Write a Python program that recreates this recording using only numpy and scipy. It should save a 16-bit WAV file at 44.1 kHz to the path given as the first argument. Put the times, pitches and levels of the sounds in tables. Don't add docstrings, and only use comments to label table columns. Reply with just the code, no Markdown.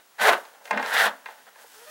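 import sys
import numpy as np
from scipy import signal
from scipy.fft import rfft, irfft
from scipy.io import wavfile
from scipy.ndimage import uniform_filter1d

SR = 44100
rng = np.random.default_rng(int(sys.argv[2]) if len(sys.argv) > 2 else 0)


def amplitude_ratio(level_db):
    exponent = np.asarray(level_db, float) / 20
    return 10 ** exponent


def dump_mix(stems):
    frames = np.atleast_2d(stems).T
    limited = np.clip(frames, -1, 1)
    pcm = np.round(limited * 32767).astype(np.int16)
    wavfile.write(sys.argv[1], SR, pcm)


N = 83790
TOP_HZ = 15790


def unit(x):
    return x / np.sqrt(np.mean(x ** 2))


def colour(x, points):
    p = np.array(points, float)
    hz = np.maximum(np.arange(len(x) // 2 + 1) * SR / len(x), 1)
    level_db = np.interp(np.log(hz), np.log(p[:, 0]), p[:, 1])
    return unit(irfft(rfft(x) * amplitude_ratio(level_db), len(x)))


def curve(rows, col):
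    r = np.array(rows, float)
    return amplitude_ratio(np.interp(np.arange(N) / SR, r[:, 0], r[:, col], left=-200, right=-200))


def flicker():
    steps_per_s, step_spread_db = 70, 2.5
    hold = int(SR / steps_per_s)
    steps = np.repeat(rng.standard_normal(N // hold + 1), hold)[:N]
    return amplitude_ratio(step_spread_db * uniform_filter1d(steps, hold))


def grit(per_s):
    spread_db = 2.5
    chance, side, size = rng.random((3, N))
    happens = chance < per_s / SR
    return happens * np.sign(side - .5) * amplitude_ratio(-spread_db * np.log(size + .002))


# f/Hz, level/dB (per Hz)
SCRAPE_SPECTRUM = [(150, -56), (337, -25), (414, -8.5), (532, -3.5), (800, 1), (1200, -5.5), (1500, 3),
                   (1950, -1.5), (2300, -10.5), (3700, -11), (7000, -32.5), (12000, -56)]
# f/Hz, level/dB (per Hz)
CLOTH_SPECTRUM = [(1500, -20.5), (3000, -4.5), (4000, -8), (5500, -7), (11000, -8), (15500, -12)]
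# t/s, scrape level/dB, cloth level/dB
HAND = [(0, -56, -94), (.06, -99, -81), (.178, -56.5, -65), (.19, -32, -53.5), (.222, -23.5, -30.5),
        (.258, -16.5, -31.5), (.296, -18, -28), (.312, -34.5, -39), (.334, -18, -35), (.352, -35.5, -50),
        (.41, -53.5, -54), (.63, -64.5, -68.5), (.66, -51, -52.5), (.7, -53, -55.5), (.73, -38.5, -64),
        (.845, -37.5, -50.5), (.875, -30.5, -42.5), (.925, -26.5, -43), (.94, -24, -31), (.965, -19.5, -37),
        (1.0, -15, -30), (1.03, -22, -32.5), (1.06, -19.5, -32.5), (1.085, -31, -46.5), (1.115, -54.5, -58),
        (1.24, -55.5, -65), (1.29, -47, -57.5), (1.42, -62.5, -62), (1.475, -52, -59.5), (1.52, -64, -66),
        (1.59, -53.5, -56.5), (1.67, -57.5, -55.5), (1.9, -54.5, -50.5)]
# t/s, level/dB
LOW_HALF = [(.0, 3), (.22, -2), (.33, 5), (.75, 13), (.98, -10), (1.08, 3.5), (1.62, 0), (1.9, -1)]


def rubbing():
    split_hz = 1100
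    scrape = colour(grit(per_s=5000), SCRAPE_SPECTRUM) * flicker()
    hz = np.arange(N // 2 + 1) * SR / N
    low = irfft(rfft(scrape) / (1 + (hz / split_hz) ** 4), N)
    high = scrape - low
    balanced = high + low * curve(LOW_HALF, col=1)
    cloth = colour(grit(per_s=10000), CLOTH_SPECTRUM) * np.sqrt(flicker())
    return balanced * curve(HAND, col=1) + cloth * curve(HAND, col=2)


# t/s, turn rate f/Hz, zip level/dB
COIL_TURNS = [
    [(.235, 370, -42), (.258, 440, -23), (.278, 445, -23), (.288, 347, -21), (.312, 345, -24),
     (.324, 400, -26), (.35, 395, -40)],
    [(1.742, 400, -68), (1.758, 418, -55), (1.82, 470, -56), (1.855, 490, -55), (1.861, 580, -52),
     (1.9, 640, -45)],
]
# f/Hz, level/dB (per Hz)
ZIP_SPECTRUM = [(320, -20), (450, 0), (850, -3), (1900, -9), (4000, -25)]


def coil_zip():
    rate_scatter = .03
    t = np.arange(N) / SR
    out = np.zeros(N)
    for rows in COIL_TURNS:
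        r = np.array(rows, float)
        wobble = unit(uniform_filter1d(rng.standard_normal(N), size=150))
        turns_per_s = np.interp(t, r[:, 0], r[:, 1]) * (1 + rate_scatter * wobble)
        turn = np.cumsum(turns_per_s) / SR
        pulses = sum(np.cos(2 * np.pi * k * turn + k * k / 2) for k in range(1, 9))
        out += colour(pulses, ZIP_SPECTRUM) * flicker() * curve(rows, col=2)
    return out


# t/s, level/dB, tick level/dB (against the ring's peak), hardness (dB per octave)
KNOCKS = [(0.451, -39, -4, 2), (0.654, -35, -2.5, 5), (0.676, -34, -8, 6), (0.709, -10, -13, 0),
          (0.730, -18, -18, 2), (0.774, -14, -14, 2), (0.798, -19, -20, -3), (0.826, -20, -9, 5),
          (0.86, -23, -6, 2), (1.259, -25, -34, 3), (1.286, -30, -30, -2), (1.466, -45, -24, -4),
          (1.558, -41, -22, -4), (1.643, -41, -20, -14)]
# f/Hz, level/dB
KNOCK_MODES = [(480, 0), (760, 2), (900, 11), (1050, 8), (1620, 10), (1860, 7), (2110, 6), (2430, 3),
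               (2700, 0)]


def knocks():
    ring_t60_s, mode_scatter_db = .04, 2
    rise_s, tick_s, clatter_s = .0015, .005, .01
    clatter_gain = amplitude_ratio(-5.5) / 2
    out, t = np.zeros(N + 4096), np.arange(4096) / SR
    modes = np.array(KNOCK_MODES, float)
    mode_hz, mode_db = modes[:, 0], modes[:, 1]
    for start_s, level_db, tick_db, hardness in KNOCKS:
        scatter = mode_scatter_db * rng.standard_normal(len(modes))
        share = amplitude_ratio(mode_db + hardness * np.log2(mode_hz / mode_hz[0]) + scatter)
        cycles = mode_hz[:, None] * t + rng.random((len(modes), 1))
        ring = share @ np.sin(2 * np.pi * cycles) * np.exp(-np.log(1000) * t / ring_t60_s)
        body = ring * (1 - np.exp(-t / rise_s))
        tilted = [(hz, db + hardness * np.log2(np.clip(hz, mode_hz[0], mode_hz[-1])))
                  for hz, db in SCRAPE_SPECTRUM]
        rattle = colour(rng.standard_normal(len(t)), tilted)
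        sharp = unit(np.gradient(np.gradient(rattle)))
        tick = amplitude_ratio(tick_db) * sharp * np.minimum(t / rise_s, 1) * np.exp(-t / tick_s)
        clatter = clatter_gain * rattle * np.exp(-t / clatter_s)
        i = int(start_s * SR)
        out[i:i + len(t)] += amplitude_ratio(level_db) * (body / np.abs(body).max() + tick + clatter)
    return signal.sosfilt(signal.butter(2, 350, "high", fs=SR, output="sos"), out[:N])


# f/Hz, width of each pass f/Hz, level/dB
CABINET_AIR = [(210, 30, 2), (262, 45, 2)]
# t/s, level/dB
BOOM_LEVEL = [(.18, -80), (.222, -44.5), (.258, -66), (.315, -40.5), (.47, -78), (.69, -79), (.72, -42),
              (.79, -42), (.86, -54.5), (1.08, -49.5), (1.2, -74.5), (1.9, -83)]


def resonate(x, hz, width):
    return signal.lfilter(*signal.iirpeak(hz, hz / width, fs=SR), x)


def boom():
    noise = rng.standard_normal(N)
    air = np.zeros(N)
    for hz, width, db in CABINET_AIR:
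        air += amplitude_ratio(db) * resonate(resonate(noise, hz, width), hz, width)
    return unit(air) * curve(BOOM_LEVEL, col=1)


# low edge f/Hz, decay by 60 dB t/s, level/dB
ROOM = [(162, 0.26, -6.5), (1480, 0.15, -11.5), (5960, 0.28, -46)]


def room(x):
    t = np.arange(SR // 2) / SR
    tail = np.zeros(len(t))
    edges = [row[0] for row in ROOM] + [TOP_HZ]
    for (hz, t60_s, db), top in zip(ROOM, edges[1:]):
        band_pass = signal.butter(2, [hz, top], "band", fs=SR, output="sos")
        band = signal.sosfilt(band_pass, rng.standard_normal(len(t)))
        fade = np.exp(-np.log(1000) * t / t60_s) * (t > .004)
        tail += amplitude_ratio(db) * band * fade / np.sqrt(np.sum(fade ** 2))
    return signal.fftconvolve(x, tail)[:N]


# f/Hz, level/dB (per Hz)
HISS_SPECTRUM = [(18, -58), (30, -24), (130, -13), (341, -1.5), (1100, 3), (3400, -4), (15500, -9.5)]


def hiss():
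    return amplitude_ratio(-58.5) * colour(rng.standard_normal(N), HISS_SPECTRUM)


def whine():
    whine_hz = 15735
    return amplitude_ratio(-68) * np.sqrt(2) * np.sin(2 * np.pi * whine_hz * np.arange(N) / SR)


def scene():
    sources = rubbing() + coil_zip() + knocks() + boom()
    return np.tile(sources + room(sources) + hiss() + whine(), (2, 1))


def roll_off(x):
    return signal.sosfilt(signal.butter(12, 16470, fs=SR, output="sos"), x)


def record(dry):
    low_pass = signal.ellip(10, .2, 70, TOP_HZ, fs=SR, output="sos")
    mix = signal.sosfilt(low_pass, dry)
    return roll_off(mix)


dry = scene()
out = record(dry)
dump_mix(out)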